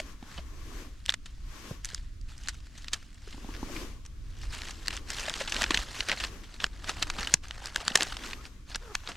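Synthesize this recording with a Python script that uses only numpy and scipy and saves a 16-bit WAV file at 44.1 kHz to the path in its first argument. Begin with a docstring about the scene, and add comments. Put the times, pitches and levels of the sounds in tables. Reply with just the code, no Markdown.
"""A gloved hand peels dry papery bark off a rotten branch on the forest floor, an arm's length away.
From the start there is a wind rumble and the faint hush of the woods, both made of shaped noise. Over them,
fibres snap as ringing bursts, bark rustles as flickering noise and loose pieces drop as short, dull rings.
A jacket sleeve swishes near the left port as smooth noise. Towards the end the glove squeaks twice:
a short high wavering tone, then a lower wavering stack of partials."""
import sys
import numpy as np
from scipy import signal
from scipy.fft import rfft, irfft
from scipy.io import wavfile
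from scipy.ndimage import uniform_filter1d

SR = 44100
rng = np.random.default_rng(int(sys.argv[2]) if len(sys.argv) > 2 else 0)


def transcribe(u):
    """Save the signal u as a 16-bit wav file named by the first command-line argument.

    u: samples, shape (n,) or (channels, n), limited to [-1, 1]; the rate is SR.
    q: integer samples, one column per channel.
    """
    v = np.clip(np.atleast_2d(u).T, -1, 1)
    q = np.round(v * 32767).astype(np.int16)
    wavfile.write(sys.argv[1], SR, q)


def decibels_to_gain(level_db):
    """Convert a level in decibels to a linear amplitude gain (20 dB per decade)."""
    exponent = np.asarray(level_db, float) / 20
    return 10 ** exponent


N = 403956  # length in samples

# The louder fibres breaking. Each row: start in seconds, peak in dB at 1.3-6 kHz, ring in Hz,
# peak in dB of the sparkle above 6 kHz, burst length in ms.
SNAPS = [(0.0, -20, 2200, -26, 2.8), (0.2272, -41, 1200, -60, 1.6), (0.3769, -29.5, 2930, -62, 11),
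         (1.056, -33, 5700, -38, 0.49), (1.0612, -21, 3420, -23, 0.4), (1.0826, -30, 3140, -42, 1.2),
         (1.093, -7.5, 3700, -49, 0.95), (1.1012, -22.5, 4220, -22, 3), (1.1224, -26, 1790, -32, 1.8),
         (1.1394, -18.5, 1870, -23, 2.36), (1.258, -36, 3080, -38, 6.8), (1.847, -25.5, 6100, -20, 1.1),
         (1.8546, -28.5, 7400, -21, 0.8), (1.889, -32, 4350, -30, 1.4), (1.9016, -37, 1570, -36, 2.8),
         (1.9196, -35, 1230, -47, 2.4), (1.9346, -40, 1790, -40, 3), (1.946, -25.5, 4950, -19, 1.4),
         (1.978, -37, 1830, -64, 1.8), (2.2126, -52, 4590, -43, 1.4), (2.379, -47, 5620, -36, 2),
         (2.435, -39, 6200, -40, 2.6), (2.474, -25.5, 3820, -32, 0.9), (2.4853, -19.5, 1540, -16, 0.25),
         (2.4878, -25.5, 4570, -23, 6.6), (2.7768, -39.5, 6300, -37.5, 7.4), (2.844, -33.5, 1790, -36, 2.0),
         (2.8827, -22, 5600, -29, 1.6), (2.9324, -16.5, 3620, -14.5, 4.7), (2.9413, -25, 5400, -25, 3),
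         (3.1293, -46, 4330, -50, 1.2), (3.1443, -56, 3550, -43, 1.4), (3.2742, -45, 1660, -46, 6),
         (3.325, -37, 3680, -58, 6.3), (3.5392, -35, 2610, -50, 2.3), (3.5482, -34, 1590, -52, 5.4),
         (3.565, -31.5, 5360, -50, 0.7), (3.7636, -28, 2540, -52, 3.9), (4.0503, -42, 1210, -43, 5),
         (4.061, -41, 6060, -37, 2.9), (4.4312, -38.5, 1170, -44, 16), (4.5279, -32, 7250, -36.5, 21),
         (4.618, -23.5, 2040, -32, 1), (4.676, -33, 5060, -47, 2.2), (4.6853, -28, 2390, -34, 1),
         (4.7078, -33, 5680, -32, 4.3), (4.872, -25, 4290, -32, 1.8), (4.8818, -10.5, 2880, -13.5, 0.58),
         (4.9058, -23.5, 2320, -34, 3.1), (4.9283, -29, 2820, -37, 3.8), (4.967, -25.5, 3120, -23, 1.5),
         (4.9742, -25.5, 3080, -35, 1.6), (5.103, -20.5, 5550, -17.5, 0.95), (5.282, -23.5, 1660, -32, 4.9),
         (5.2963, -16.5, 3450, -18.5, 0.96), (5.3392, -19.5, 2960, -25, 1.2),
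         (5.4019, -25, 1610, -30, 11.6), (5.417, -28.5, 1670, -32, 7.5), (5.475, -24.5, 2700, -32, 12),
         (5.495, -30, 2950, -30, 6.2), (5.5217, -15.5, 2940, -21, 1.8), (5.544, -21, 3830, -22, 2.1),
         (5.5645, -18, 3080, -29, 2.5), (5.6191, -14, 1720, -18.5, 2.8), (5.631, -18, 2820, -20, 1.3),
         (5.64, -13, 2740, -31, 1.6), (5.6628, -25, 1550, -53.5, 2.4), (5.7065, -11.5, 1150, -20, 3.2),
         (5.7188, -18.5, 2760, -42, 1.5), (5.7438, -10, 3970, -17.5, 2.04),
         (5.7732, -13.5, 2900, -20.5, 2.6), (6.0058, -13, 4200, -28, 1.3), (6.086, -18.5, 1430, -23.5, 3.6),
         (6.0953, -16, 1820, -32, 4.9), (6.116, -12.5, 2380, -25.5, 2.2), (6.124, -21.5, 1560, -34, 9),
         (6.1733, -28.5, 2090, -47, 1.8), (6.2, -25, 3000, -32, 13), (6.2374, -19.5, 2520, -27, 4.4),
         (6.2485, -19, 4950, -28, 2.5), (6.4346, -39.5, 3300, -47, 14), (6.5407, -36, 4050, -39, 2.8),
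         (6.601, -23, 2900, -42, 4.2), (6.622, -31, 1240, -49, 4.3), (6.6419, -7, 1600, -17, 0.62),
         (6.843, -26.5, 3300, -44, 1.9), (6.8921, -19.5, 1170, -21.5, 6.2), (7.021, -21.5, 4240, -40, 5.3),
         (7.0251, -11.5, 4360, -18, 3.4), (7.1002, -17, 2400, -20, 2.1), (7.1851, -26, 1140, -38, 7.9),
         (7.207, -26, 4050, -26, 4.2), (7.23, -18, 4470, -33, 1), (7.2472, -24.5, 3920, -45, 1.8),
         (7.2721, -17.5, 2900, -27, 2.4), (7.3394, -7, 5600, -2, 1.73), (7.4354, -38.5, 3120, -44, 7.9),
         (7.4834, -38, 5000, -34, 1.4), (7.5092, -20, 2850, -34, 0.81), (7.658, -28, 4870, -21.5, 0.72),
         (7.6701, -30, 5250, -29, 2.2), (7.7462, -32, 2450, -32, 1.4), (7.76, -12.5, 1620, -14, 1.4),
         (7.7714, -31, 2970, -31, 2), (7.8154, -32.5, 1680, -36, 3.1), (7.8512, -36, 4180, -33, 2),
         (7.88, -7, 4380, -8, 0.81), (7.902, -29, 1960, -44, 2.4), (7.9183, -26, 3060, -49, 2.4),
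         (7.955, -4, 1920, -5, 2.3), (7.9735, -18, 1750, -20, 2.3), (8.0075, -12, 1720, -20.5, 0.99),
         (8.0218, -13, 2740, -35, 2.3), (8.031, -18, 6800, -12.5, 1.4), (8.123, -26.5, 1510, -48, 2.8),
         (8.1683, -24, 5200, -52, 0.52), (8.3092, -31, 3600, -38, 2.8), (8.332, -22, 2620, -36, 2.6),
         (8.4532, -31, 2430, -55, 1.1), (8.7172, -34, 3800, -52, 4.1), (8.7465, -19.5, 5400, -42, 4.9),
         (8.7572, -20, 1610, -20.5, 2.8), (8.9517, -13, 2820, -16.5, 1.3), (9.0745, -23.5, 3620, -47, 3.2),
         (9.0873, -31, 1170, -33.5, 15), (9.1174, -30, 3750, -50, 1.6)]
# The tone colour of breaking bark. Each row: frequency in Hz, relative level in dB per Hz.
BARK_COLOUR = [(90, -23.5), (180, -9.5), (350, -15), (630, -11.5), (1300, -8), (1750, -5), (2250, -8.5),
               (2800, -6), (3500, -7.5), (4300, -7), (8000, -14.5), (9200, -20.5), (13000, -30),
               (16000, -61)]
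# How bark leans to one side. Each row: frequency in Hz, left minus right in dB.
BARK_LEFT = [(60, 0), (3000, -0.2), (8000, 1.2), (15000, 2)]
# The hand bearing on the wood. Each row: time in seconds, extra body in dB.
PRESSURE = [(0, -17), (.2, 15), (.5, 0), (.9, -0.5), (1.8, -1.5), (4.3, -0.5), (4.7, 2), (6.2, 4.5),
            (7.8, 8), (8.3, 3), (9.16, 7.5)]
# Tugs of the fingers at the bark. Each row: time of the top in seconds, level in dB,
# rise in seconds, fall in seconds.
TUGS = [(0.0, -47.5, .01, .04), (.37, -52, .15, .05), (1.0, -62, .2, .1), (1.27, -60, 0.055, .3),
        (1.87, -48.5, .05, .2), (2.295, -52.5, .03, 0.091), (2.46, -51, .15, .05), (2.54, -55, 0.044, .1),
        (2.66, -60, .06, .08), (2.79, -52.5, .1, .2), (2.95, -47.5, .02, .05), (3.02, -57.5, .07, .15),
        (3.32, -52, 0.18, .2), (3.55, -56.5, .2, .1), (4.3, -62, .15, 0.22), (4.45, -50.5, .1, .05),
        (4.53, -44, .05, .3), (4.69, -45, .2, .05), (4.86, -51, .15, .05), (4.94, -41, .04, .06),
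        (5.1, -39.5, .025, .07), (5.2, -36.5, .1, .25), (5.41, -37, .08, .06), (5.535, -38.5, 0.045, .2),
        (5.625, -33, .1, .04), (5.74, -38, .12, .2), (6.0, -39, .15, .06), (6.1, -40, 0.11, .1),
        (6.245, -38.5, .12, .05), (6.56, -52.5, .17, .05), (6.615, -40.5, .02, .06), (6.75, -58, .15, .15),
        (6.894, -38.5, 0.068, .05), (7.0, -45.5, .2, 0.24), (7.22, -41, 0.11, .1), (7.33, -43, 0.11, .02),
        (7.45, -51, .03, .08), (7.54, -49.5, .05, 0.055), (7.66, -44, .1, 0.086), (7.77, -47.5, .06, 0.055),
        (7.9, -44.5, .2, .08), (8.02, -34, .06, .06), (8.114, -42, .08, .09), (8.253, -41.5, .08, .1),
        (8.457, -48.5, .04, .03), (8.7, -48.5, .03, .1), (8.85, -57, .15, .15), (9.09, -50, .12, .2)]


def evened(x):
    """Scales to an average strength (rms) of 1."""
    return x / np.sqrt(np.mean(x ** 2) + 1e-20)


def read(points, hz):
    """Reads a table of (Hz, value) between its points, on a log-frequency axis."""
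    f, value = np.transpose(points)
    return np.interp(np.log(hz + 1), np.log(f + 1), value)


def follow(points, t):
    """Reads a table of (seconds, value) in straight lines between its points."""
    return np.interp(t, *np.transpose(points))


def causal(db):
    """Turns gains in dB into a filter that responds as early as it can (minimum phase)."""
    cepstrum = irfft(np.log(decibels_to_gain(np.maximum(db, -100))))
    middle = cepstrum.shape[-1] // 2
    cepstrum[..., 1:middle] *= 2
    cepstrum[..., middle + 1:] = 0
    return np.exp(rfft(cepstrum))


def hiss(size, field_db, same, left, patchy_db):
    """Stereo noise from random short-time spectra; field_db(hz, t) shapes it, patches drift over it."""
    hop = size // 4
    hz = np.fft.rfftfreq(size, 1 / SR)[:, None]
    t = np.arange(N // hop + 5) * hop / SR
    a, b, c, d, patches = rng.standard_normal((len(t), len(hz), 5)).T
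    patches = uniform_filter1d(patches, size=size // 64, axis=0)
    patches = evened(uniform_filter1d(patches, size=6, axis=1))
    # the second port shares part of the first one's noise
    likeness = np.clip(read(same, hz), -1, 1)
    first, other = a + 1j * b, c + 1j * d
    spectra = np.array([first, likeness * first + np.sqrt(1 - likeness ** 2) * other])
    spectra *= decibels_to_gain(field_db(hz, t) + patchy_db * patches)
    spectra *= decibels_to_gain(np.multiply.outer([.5, -.5], read(left, hz)))
    return signal.istft(spectra, nperseg=size, noverlap=size - hop)[1][:, :N]


def low_shelf(hz, corner_hz):
    """A smooth share of sound: 1 below the corner, 0 above."""
    return 1 / (1 + (hz / corner_hz) ** 4)


def add(mix, s, sound):
    """Mixes a stereo sound in at a time in seconds."""
    part = mix[:, round(s * SR):][:, :sound.shape[1]]
    part += sound[:, :part.shape[1]]


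def swells(rows, t, level_column):
    """Level in dB of overlapping gestures, each rising to its top and falling away."""
    swell_db, bend = -15, 1.4  # change over one rise or fall time, and how curved it is
    rows = np.array(rows)[:, :, None]
    late = t - rows[:, 0]
    part = np.where(late < 0, -late / rows[:, 2], late / rows[:, 3])
    power = decibels_to_gain(rows[:, level_column] + swell_db * part ** bend) ** 2
    return 10 * np.log10(power.sum(0) + 1e-12)


def wind():
    """Lumpy low rumble on the microphone: low noise, nearly alike in both ports."""
    # Each row: frequency in Hz, relative level in dB per Hz.
    colour = [(8.8, -18), (15, 6.5), (51, 0.5), (101, -10), (142, -17.5), (157, -35), (299, -34),
              (384, -60.5), (500, -74), (650, -81), (1100, -120)]
    # Each row: time in seconds, level in dB before the lumps are added.
    gusts = [(0, -45.5), (.3, -43), (1.6, -44), (2.3, -41.5), (3.0, -44), (3.6, -43.5), (4.18, -37),
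             (4.7, -41.5), (5.4, -44), (5.85, -41), (6.6, -45.5), (7.07, -39), (7.5, -43.5), (9.16, -46)]
    lumps_db, lump_s = 1.5, 0.14
    rumble = hiss(4096, lambda hz, t: read(colour, hz) + 0 * t,
                  same=[(20, .93), (300, .95)], left=[(20, 0)], patchy_db=1)
    t = np.arange(N) / SR
    lumps = np.interp(t / lump_s, np.arange(400), rng.standard_normal(400))
    return evened(rumble) * decibels_to_gain(follow(gusts, t) + lumps_db * lumps)


def woods():
    """The steady hush of air and far leaves: faint noise of one level."""
    # Each row: frequency in Hz, relative level in dB per Hz.
    colour = [(82, -76), (140, -4.5), (217, -13), (254, -10), (442, -26.5), (698, -29.5), (755, -44.5),
              (834, -42), (1120, -26.5), (6560, -31.5), (16000, -50.5)]
    # Each row: frequency in Hz, left-right likeness (1 means alike).
    same = [(60, 1), (240, 0.86), (950, 0.26), (3770, 0.37), (15000, 0.21)]
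    hush = hiss(1024, lambda hz, t: read(colour, hz) + 0 * t, same, left=[(20, 0)], patchy_db=1)
    return decibels_to_gain(-60.5) * evened(hush)


def small_snaps():
    """Chance rows like SNAPS: small breaks scattered along the tugs, crowding where these are loud."""
    count, crowding = 90, .3
    above_peeling_db, spread_db, sparkle_db, middle_ms = 3.5, 3, -6, 2.05
    t = np.arange(0, N / SR, .001)
    level_db = swells(TUGS, t, level_column=1)
    crowd = np.cumsum(decibels_to_gain(crowding * level_db))
    place, size, ring, bright, length = rng.random((count, 5)).T
    s = np.interp((np.arange(count) + place) / count, crowd / crowd[-1], t)
    peak_db = np.interp(s, t, level_db) + above_peeling_db - spread_db * np.log(1 - 0.96 * size)
    ring_hz = 1600 * 4 ** ring
    bright_db = peak_db + sparkle_db + 16 * (bright - .5)
    ms = middle_ms * 8 ** (length - .5)
    return np.transpose([s, peak_db, ring_hz, bright_db, ms])


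def snaps():
    """Each break is a ragged burst of tiny cracks ringing one patch of bark; leaves and twigs return it."""
    rows = np.vstack([SNAPS, small_snaps()])
    s, peak_db, ring_hz, sparkle_db, ms = rows.T[:, :, None]
    # low rings, long bursts and a pressing hand give more body under 1.3 kHz
    body_db = peak_db - 17.5 - 5.5 * np.log2(ring_hz / 2500) + 2.5 * np.log2(ms / 3.4)
    body_db += 0.63 * follow(PRESSURE, s)
    size = 4096
    t, hz = np.arange(size) / SR, np.fft.rfftfreq(size, 1 / SR)

    # one noise shared by the ports, then one for each port
    noise = rng.standard_normal((len(rows), 3, size))
    shared, per_port = noise[:, :1], noise[:, 1:]
    burst = decibels_to_gain(2.5 * rng.exponential(1, (len(rows), size)).clip(0, 4))  # ragged
    rise_s = .0001 + .00006 * ms  # long scrapes start softly
    burst *= (1 - np.exp(-t / rise_s)) * np.exp(-t / (np.clip(ms, .2, 20) / 1000))
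    burst *= 1 + 1.33 * np.exp(-t / 0.00023)  # the first crack is the sharpest
    burst = burst[:, None]
    scatter = decibels_to_gain(-37) * np.exp(-t / 0.016) * (t < .08)  # off leaves and twigs, other for each port

    drive = rfft(shared * burst + per_port * (scatter + 0.15 * burst))
    drive *= decibels_to_gain(np.multiply.outer([.5, -.5], read(BARK_LEFT, hz)))
    # each spot is a little nearer one port
    lead_s = 12e-6 * rng.standard_normal((len(rows), 1, 1)) * np.array([[.5], [-.5]])
    drive *= np.exp(2j * np.pi * hz * lead_s)
    drive *= low_shelf(hz, 8300)  # the snaps are softened in the highest treble
    # the treble of each snap differs between the ports, so it sounds wider
    drive += .3 * (1 - low_shelf(hz, 9000)) * rfft(per_port * burst)

    # long scrapes ring less
    ring_db = 7 / (1 + ms / 8) * np.exp(-(np.log((hz + 1) / ring_hz) / 0.15) ** 2)
    below, above = low_shelf(hz, 1300), 1 - low_shelf(hz, 6000)
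    middle = (1 - below) * (1 - above)
    sounds = 0
    for share, db in (below, body_db), (middle, peak_db), (above, sparkle_db):
        gain_db = read(BARK_COLOUR, hz) + ring_db + 20 * np.log10(share + 1e-9)
        band = irfft(drive * causal(gain_db)[:, None])
        peak = abs(band.mean(1)).max(1, keepdims=True)
        sounds += band * (decibels_to_gain(db) / peak)[:, None]
    out = np.zeros((2, N))
    for at, sound in zip(s[:, 0], sounds):
        add(out, at, sound)
    return out


def peeling():
    """Dense small cracks in clumps: the rustle flickers in all bands at once and carries sparse ticks."""
    # Each row: frequency in Hz, left-right likeness (1 means alike).
    same = [(60, 1), (240, 0.83), (950, 0.93), (3770, 0.97), (15000, 0.88)]
    crumbs_db, strain_s, crumbs_s = -28, 0.0072, 0.0086  # level under each break's peak; swell and fade

    def field_db(hz, t):
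        """Bark colour, with clumps in time and more body where the hand presses."""
        clumps = 1.97 * evened(uniform_filter1d(rng.exponential(1, len(t)), size=3) - 1)
        return read(BARK_COLOUR, hz) + clumps + follow(PRESSURE, t) * low_shelf(hz, 1600)

    rustle = hiss(256, field_db, same, BARK_LEFT, patchy_db=3)
    # about 300 ticks a second, each dying away with a time constant of 1 ms
    ticks = (rng.random(N) < 300 / SR) * decibels_to_gain(1.5 * rng.exponential(1, N).clip(0, 4))
    rustle *= 1 + 0.73 * signal.lfilter([1], [1, -np.exp(-1 / (0.001 * SR))], ticks)

    # fibres strain before each loud break and crumbs rustle after it
    t = np.arange(0, N / SR, .001)
    crumbs_power = 0
    for s, db, *_ in SNAPS:
        fade = np.exp(-2 * abs(t - s) / np.where(t < s, strain_s, crumbs_s))
        crumbs_power = crumbs_power + decibels_to_gain(db + crumbs_db) ** 2 * fade
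    tugs_power = decibels_to_gain(swells(TUGS, t, level_column=1)) ** 2
    level = np.sqrt(tugs_power + crumbs_power)
    return evened(rustle) * np.interp(np.arange(N) / SR, t, level)


def taps():
    """Pieces on leaves and the hand on wood: a short low ring, softly begun, with a quicker upper mode."""
    # Each row: start in seconds, peak in dB, pitch in Hz that the ring settles to.
    hits = [(0.0, -28.5, 632), (0.226, -35.5, 239), (0.384, -36.5, 180), (0.39, -40, 645),
            (1.711, -27, 140), (1.932, -39, 120), (2.935, -45, 188), (3.275, -40.5, 400), (3.344, -41, 255),
            (3.379, -39.5, 295), (3.445, -35.5, 237), (3.489, -32.5, 284), (3.629, -26, 265),
            (3.698, -40, 600), (5.28, -28, 627), (5.411, -27.5, 557), (5.614, -28, 643), (5.62, -34, 230),
            (5.645, -35, 280), (5.705, -27.5, 325), (6.121, -30, 637), (7.34, -26, 151), (7.6176, -42, 820),
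            (7.7943, -42, 790), (7.828, -37.5, 700), (7.91, -32.5, 224), (7.9854, -30, 780),
            (7.956, -31, 395), (8.017, -35, 340)]
    t, out = np.arange(6000) / SR, np.zeros((2, N))
    # each mode falls by 60 dB in the time under which it is divided
    low_shape = decibels_to_gain(-60 * t / .028) * (1 - np.exp(-t / 0.0014))
    upper_shape = decibels_to_gain(-60 * t / 0.013) * (1 - np.exp(-t / 0.0011))
    bend = 1 + 0.23 * np.exp(-t / 0.0028)  # bends the phase of the first few ms
    for s, db, hz in hits:
        ring = np.sin(2 * np.pi * hz * t * bend) * low_shape
        ring += 0.69 * np.sin(2 * np.pi * 3.32 * hz * t) * upper_shape  # knock of the upper mode
        add(out, s, decibels_to_gain(db) * ring / abs(ring).max() * np.ones((2, 1)))
    return out


def sleeve():
    """Smooth rubbing of cloth as the arm moves, wide and leaning left: a bright hiss and a low rub."""
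    # Each row: frequency in Hz, relative level in dB per Hz.
    colour = [(76, -44), (130, -23), (279, -6.5), (765, -28.5), (980, -26.5), (1100, -19.5), (1220, -27),
              (3260, -30), (4410, -31), (6470, -31), (9870, -44), (12100, -42), (16000, -61)]
    # Each row: frequency in Hz, left-right likeness (1 means alike).
    same = [(60, 0.61), (240, 1), (950, 0.84), (3770, 0.16), (15000, 0.39)]
    # Each row: frequency in Hz, left minus right in dB.
    left = [(60, 22), (180, -1.5), (550, 5.5), (1650, 9), (4970, 0.5), (15000, 15)]
    # Each row: time of the top in seconds, hiss level in dB, rise in seconds, fall in seconds,
    # low rub level in dB.
    swishes = [(.1, -52.5, 0.3, 0.074, -56), (.3, -54.5, 0.14, 0.35, -69), (.8, -49.5, 0.37, 0.13, -49.5),
               (1.55, -51.5, .12, 0.25, -61), (1.7, -48, 0.21, .1, -51), (3.5, -52.5, 0.22, 0.5, -54),
               (3.79, -43.5, 0.24, 0.15, -43.5), (4.9, -57, 0.9, 0.86, -55.5),
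               (5.7, -69, 0.45, 0.29, -52.5), (6.33, -51.5, 0.2, 0.2, -52.5),
               (7.2, -58.5, 0.62, 0.25, -53.5), (8.27, -50.5, .2, 0.31, -52), (8.95, -54, 0.21, 0.2, -78)]
    cloth = hiss(1024, lambda hz, t: read(colour, hz) + 0 * t, same, left, patchy_db=1)
    low = signal.sosfiltfilt(signal.butter(3, 800, fs=SR, output="sos"), cloth)
    t, every = np.arange(0, N / SR, .005), np.arange(N) / SR
    hiss_db = np.interp(every, t, swells(swishes, t, level_column=1))
    rub_db = np.interp(every, t, swells(swishes, t, level_column=4))
    return evened(cloth - low) * decibels_to_gain(hiss_db) + evened(low) * decibels_to_gain(rub_db)


def glove():
    """The glove sticks and slips on the bark: uneven slips give a wavering, rough tone, then a lower stack."""
    # One list per squeak. Each row: time in seconds, slips per second in Hz,
    # level in dB before the partials are weighted and added.
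    squeaks = [
        [(8.365, 1150, -66), (8.395, 1230, -58), (8.43, 1260, -66)],
        [(8.795, 320, -68), (8.83, 505, -59), (8.86, 470, -57), (8.9, 435, -55), (8.925, 400, -56),
         (8.942, 270, -63)],
    ]
    # Levels in dB of partials 1 to 4.
    partials_db = [2.5, -5, -1, -9]
    out = np.zeros((2, N))
    for rows in squeaks:
        s, hz, db = np.transpose(rows)
        t = np.arange(s[0], s[-1], 1 / SR)
        waver = 1 + .052 * evened(uniform_filter1d(rng.standard_normal(len(t)), size=150))
        turns = np.cumsum(np.interp(t, s, hz) * waver) / SR
        stack = np.zeros(len(t))
        for k, partial_db in enumerate(partials_db, 1):
            # the short high squeak keeps only its lowest partial, the lower squeak all four
            if k * hz.mean() < 2200:
                stack += decibels_to_gain(partial_db) * np.sin(2 * np.pi * k * turns)
        stack *= 1 + .45 * evened(uniform_filter1d(rng.standard_normal(len(t)), size=200))  # roughness
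        stack *= np.sqrt(2) * decibels_to_gain(np.interp(t, s, db)) * signal.windows.tukey(len(t), .2)
        add(out, s[0], stack * np.ones((2, 1)))
    return out


def scene():
    """All sources added together at the two ports."""
    return wind() + woods() + snaps() + peeling() + taps() + sleeve() + glove()


def top_cut(x):
    """Nothing passes above the cut-off."""
    return signal.sosfilt(signal.butter(12, 16530, fs=SR, output="sos"), x)


def record(dry):
    """The converter clips at full scale."""
    mix = np.clip(dry, -1, 1)
    return top_cut(mix)


dry = scene()
out = record(dry)
transcribe(out)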